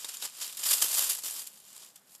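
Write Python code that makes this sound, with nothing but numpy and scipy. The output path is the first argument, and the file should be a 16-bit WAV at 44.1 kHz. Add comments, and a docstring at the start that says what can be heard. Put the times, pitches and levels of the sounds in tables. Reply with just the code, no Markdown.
"""Dry leaf litter beside a log: two lizards scuffle close by, in mono, over still forest air.
They shuffle, thrash for half a second, then settle. Each kick crumples leaves (a spray of tiny
fractures over a sliding hiss) and scuffs the soil. Now and then a brittle leaf or stalk snaps;
once a body lands with a faint thud. Log and ground scatter a short echo."""
import sys
import numpy as np
from scipy import signal
from scipy.fft import rfft, irfft, next_fast_len
from scipy.io import wavfile
from scipy.ndimage import uniform_filter1d, map_coordinates

SR = 44100
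rng = np.random.default_rng(int(sys.argv[2]) if len(sys.argv) > 2 else 0)


def generate_wav(signal):
    """Clip the signal to [-1, 1] and save it as 16-bit WAV at the path in sys.argv[1]."""
    frames = np.transpose(np.atleast_2d(signal))
    scaled = np.clip(frames, -1, 1) * 32767
    pcm = np.round(scaled).astype(np.int16)
    wavfile.write(sys.argv[1], SR, pcm)


N = 97020

# dry leaf spectrum (frequency [Hz], gain [dB])
LEAF_SPECTRUM = [(300, -46), (1200, -14.5), (2300, -12.5), (2750, -7.5), (3200, -4.5), (4100, -7),
                 (4800, -3), (5200, -4.5), (6300, -6), (7300, 1), (8500, -5), (9300, -.5), (10300, -6.5),
                 (11300, 0), (12500, -5.5), (13400, -3), (14200, -10.5), (15000, -23)]
# scuffed soil spectrum (frequency [Hz], gain [dB])
SOIL_SPECTRUM = [(25, -31), (70, -28.5), (130, -19.5), (300, -5.5), (600, -1), (1050, 2.5), (1900, -3),
                 (3000, -21), (8000, -22)]


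def rustle():
    """Leaves crackle and slide in clumps; hard crushing merges fractures into hiss. Soil scuffs below."""
    # top treble (time [s], gain [dB])
    treble_curve = [(0, -5), (.45, -4.5), (.7, 1.5), (1, 1.5), (1.45, 1), (1.8, -4.5), (2.2, 3.5)]
    crackle_db, hiss_db, scuff_db = -2.5, -2, -18  # relative to the movement
    full_crush_db, max_merged_share, treble_hz = -27, .45, 8600
    on_leaves, on_soil = movement()
    clumps = unit(amp(1.24 * wobble(knots_per_s=190)))
    merged_share = max_merged_share * np.minimum(on_leaves / amp(full_crush_db), 1)
    hiss_gain = np.sqrt(amp(hiss_db) ** 2 + merged_share * amp(crackle_db) ** 2)
    hiss = hiss_gain * unit(coloured(rng.standard_normal(N), LEAF_SPECTRUM))
    crackle = amp(crackle_db) * np.sqrt(1 - merged_share) * crumple(LEAF_SPECTRUM)
    leaves = crackle + hiss
    treble = signal.sosfiltfilt(signal.butter(2, treble_hz, "high", fs=SR, output="sos"), leaves)
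    leaves += (gain_curve(treble_curve) - 1) * treble
    scuff = amp(scuff_db) * crumple(SOIL_SPECTRUM)
    return clumps * (on_leaves * leaves + on_soil * scuff)


def movement():
    """Force envelopes on leaves and soil: stirring and kicks, summed in power."""
    # steady stirring (time [s], level [dB])
    stirring = [(0, -43), (.16, -44.5), (.195, -47), (.225, -40.5), (.27, -46.5), (.32, -51.5), (.41, -41),
                (.5, -43), (.56, -47.5), (.63, -42), (.76, -33.5), (.89, -35.5), (1.04, -31.5), (1.22, -49),
                (1.37, -40.5), (1.51, -56), (1.58, -55.5), (1.63, -59), (1.67, -53.5), (1.85, -51.5),
                (1.93, -64), (2.05, -68.5), (2.13, -57), (2.2, -65.5)]
    # kicks and tail sweeps (peak time [s], level [dB], rise [s], fade [s], soil weight [dB])
    kicks = [(.047, -30.5, 0.0016, 0.0063, 5.5), (0.093, -34.5, 0.0078, .005, -0.5),
             (.147, -36.5, .01, 0.0071, -10), (0.23, -34.5, 0.0085, 0.03, 2.5),
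             (.255, -34.5, .006, 0.011, 3.5), (0.426, -31.5, 0.013, 0.028, -3.5),
             (0.574, -37, 0.0028, 0.012, -15), (.596, -37, 0.0063, 0.019, 1),
             (.640, -32.5, 0.0096, 0.039, -2), (.664, -27, 0.0099, 0.042, 0.5),
             (0.716, -24.5, 0.014, 0.025, -4.5), (0.739, -24.5, .01, .005, -5),
             (.826, -21.5, 0.0096, 0.0086, 1), (0.846, -29, 0.013, 0.015, 0.5),
             (.918, -31.5, 0.0077, 0.0039, 6), (0.938, -30, 0.01, 0.035, -4), (0.988, -28, 0.021, 0.027, 1),
             (1.039, -33, 0.021, .018, -4), (1.098, -28, 0.0078, 0.037, -6), (1.192, -41, 0.0076, .007, 5),
             (1.238, -37.5, .005, 0.017, 0.5), (1.255, -34.5, 0.017, 0.051, -1),
             (1.395, -39.5, 0.018, 0.028, -1.5), (1.473, -43.5, 0.006, 0.012, -16),
             (1.768, -51.5, 0.022, 0.035, 2), (1.826, -53, 0.02, 0.039, 6),
             (1.961, -50.5, 0.0044, 0.014, -7), (2.151, -50, .001, 0.0027, 6.5)]
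    t = np.arange(N) / SR
    leaf_power = gain_curve(stirring) ** 2
    soil_power = leaf_power.copy()
    for peak_s, level_db, rise_s, fade_s, soil_db in kicks:
        swell = np.exp(-(np.minimum(t - peak_s, 0) / rise_s) ** 2)
        fade = np.exp(-np.maximum(t - peak_s, 0) / fade_s)
        kick = amp(level_db) * swell * fade
        leaf_power += kick ** 2
        soil_power += (kick * amp(soil_db)) ** 2
    return np.sqrt(leaf_power), np.sqrt(soil_power)


def crumple(spectrum):
    """A spray of fractures, many small and a few large, levelled to even power."""
    fractures_per_s, spread_db, window_s = 2200, 6, .015
    count = int(fractures_per_s * N / SR)
    times_s = rng.random(count) * N / SR
    peaks = amp(spread_db * np.minimum(rng.standard_normal(count), 2))
    ring_hz = rng.uniform(2435, 13600, count)
    grains = fractures(times_s, peaks, ring_hz, crack_s=.0004, ring_s=.00085, ring_gain=.59, samples=256)
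    spray = coloured(grains, spectrum)
    window = int(window_s * SR)
    power = uniform_filter1d(uniform_filter1d(spray ** 2, window), window)
    return spray / np.sqrt(np.abs(power) + 1e-12)


def fractures(times_s, peaks, ring_hz, crack_s, ring_s, ring_gain, samples):
    """Each fracture: a sharp crack and a brief ring at its leaf's pitch, both decaying exponentially."""
    t = np.arange(samples) / SR
    cracks = rng.standard_normal((len(times_s), samples)) * np.exp(-t / crack_s)
    rings = ring_gain * np.sin(2 * np.pi * ring_hz[:, None] * t) * np.exp(-t / ring_s)
    grains = cracks + rings
    grains *= peaks[:, None] / np.abs(grains).max(axis=1, keepdims=True)
    indices = np.round(times_s * SR).astype(int)[:, None] + np.arange(samples)
    return np.bincount(indices.ravel(), grains.ravel(), N)[:N]


def snaps():
    """Single leaves and stalks break and knock the soil; larger, lower pieces ring longer and stronger."""
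    # breaks (time [s], relative level [dB], ring [Hz])
    breaks = [(.046, -23, 3700), (.091, -17, 8160), (.1702, -21.5, 7000), (.2255, -21, 3900),
              (.252, -19, 7800), (.422, -39, 7000), (.4785, -22, 5500), (.527, -24, 8750),
              (.571, -24, 7400), (.6405, -20, 4900), (.690, -10, 4790), (.7392, -6, 9300),
              (.8255, -13, 7350), (.9495, -8, 7800), (.9935, -1.5, 11800), (1.098, -21, 9250),
              (1.172, -24, 7600), (1.238, -25, 13100), (1.3097, -15, 9300), (1.473, -20.5, 11900),
              (1.530, -33, 9300), (1.602, -33.5, 9400), (1.731, -30, 8100), (1.7652, -28, 9400),
              (1.779, -27, 7650), (1.959, -32, 8100), (2.1505, -30, 11500), (2.1525, -30, 11100),
              (2.1595, -34, 11600)]
    times_s, level_db, ring_hz = np.transpose(breaks)
    decay_cycles, reference_hz, knock_db = 10.7, 7450, -11
    ring_s = decay_cycles / ring_hz[:, None]
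    ring_gain = .7 * (reference_hz / ring_hz[:, None]) ** .75
    grains = fractures(times_s, amp(level_db + .5), ring_hz,
                       crack_s=.00048, ring_s=ring_s, ring_gain=ring_gain, samples=512)
    return coloured(grains, LEAF_SPECTRUM) + amp(knock_db) * coloured(grains, SOIL_SPECTRUM)


def thud():
    """A light body lands on soft ground: one damped low tone."""
    onset_s, pitch_hz, level_db, decay_s = .821, 185, -52, .011
    age_s = np.maximum(np.arange(N) / SR - onset_s, 0)
    return amp(level_db) * np.sin(2 * np.pi * pitch_hz * age_s) * np.exp(-age_s / decay_s)


def echo(x):
    """Short diffuse scatter from log and ground."""
    level_db, t60_s, rise_s = -13.5, .058, .0021
    t = np.arange(SR // 3) / SR
    tail = rng.standard_normal(len(t)) * amp(-60 * t / t60_s) * (1 - np.exp(-t / rise_s))
    return amp(level_db) * signal.fftconvolve(x, tail / np.linalg.norm(tail))[:N]


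def forest_air():
    """Still air: faint, steady, dark noise."""
    # air spectrum (frequency [Hz], gain [dB])
    air_spectrum = [(25, -39), (55, -15), (110, -4.5), (190, 5.5), (330, -3), (750, -0.5), (1500, -4.5),
                    (5000, -16.5), (14000, -36)]
    rms_db = -69.5
    return amp(rms_db) * unit(coloured(rng.standard_normal(N), air_spectrum))


def amp(db):
    """Decibels to gain."""
    return 10 ** (np.asarray(db) / 20)


def gain_curve(points):
    """Gain per sample through (time [s], level [dB]) points."""
    return amp(np.interp(np.arange(N) / SR, *np.transpose(points)))


def unit(x):
    """Scale to rms 1."""
    return x / np.sqrt(np.mean(x ** 2) + 1e-20)


def wobble(knots_per_s):
    """Smooth random curve."""
    return map_coordinates(rng.standard_normal(4096), [np.arange(N) * knots_per_s / SR], mode="wrap")


def coloured(x, spectrum):
    """Minimum-phase filter through (frequency [Hz], gain [dB]) points."""
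    n_fft = 2 * next_fast_len(N // 2 + 4096)
    hz, db = np.transpose(spectrum)
    bin_hz = np.fft.rfftfreq(n_fft, 1 / SR)
    gain = amp(np.interp(np.log(bin_hz + 1), np.log(hz), db))
    cepstrum = irfft(np.log(gain))
    cepstrum[1:n_fft // 2] *= 2  # fold onto positive time: causal
    cepstrum[n_fft // 2 + 1:] = 0
    return irfft(rfft(x, n_fft) * np.exp(rfft(cepstrum)), n_fft)[:N]


def scene():
    """Scuffle, echo and air, identical in both channels."""
    litter = rustle() + snaps() + thud()
    air = forest_air()
    return np.tile(litter + echo(litter) + air, (2, 1))


def record(dry):
    """Brick-wall low-pass."""
    cutoff_hz = 15200
    n_fft = next_fast_len(N + SR // 2)
    passband = np.fft.rfftfreq(n_fft, 1 / SR) < cutoff_hz
    return irfft(rfft(dry, n_fft) * passband, n_fft)[:, :N]


dry = scene()
out = record(dry)
generate_wav(out)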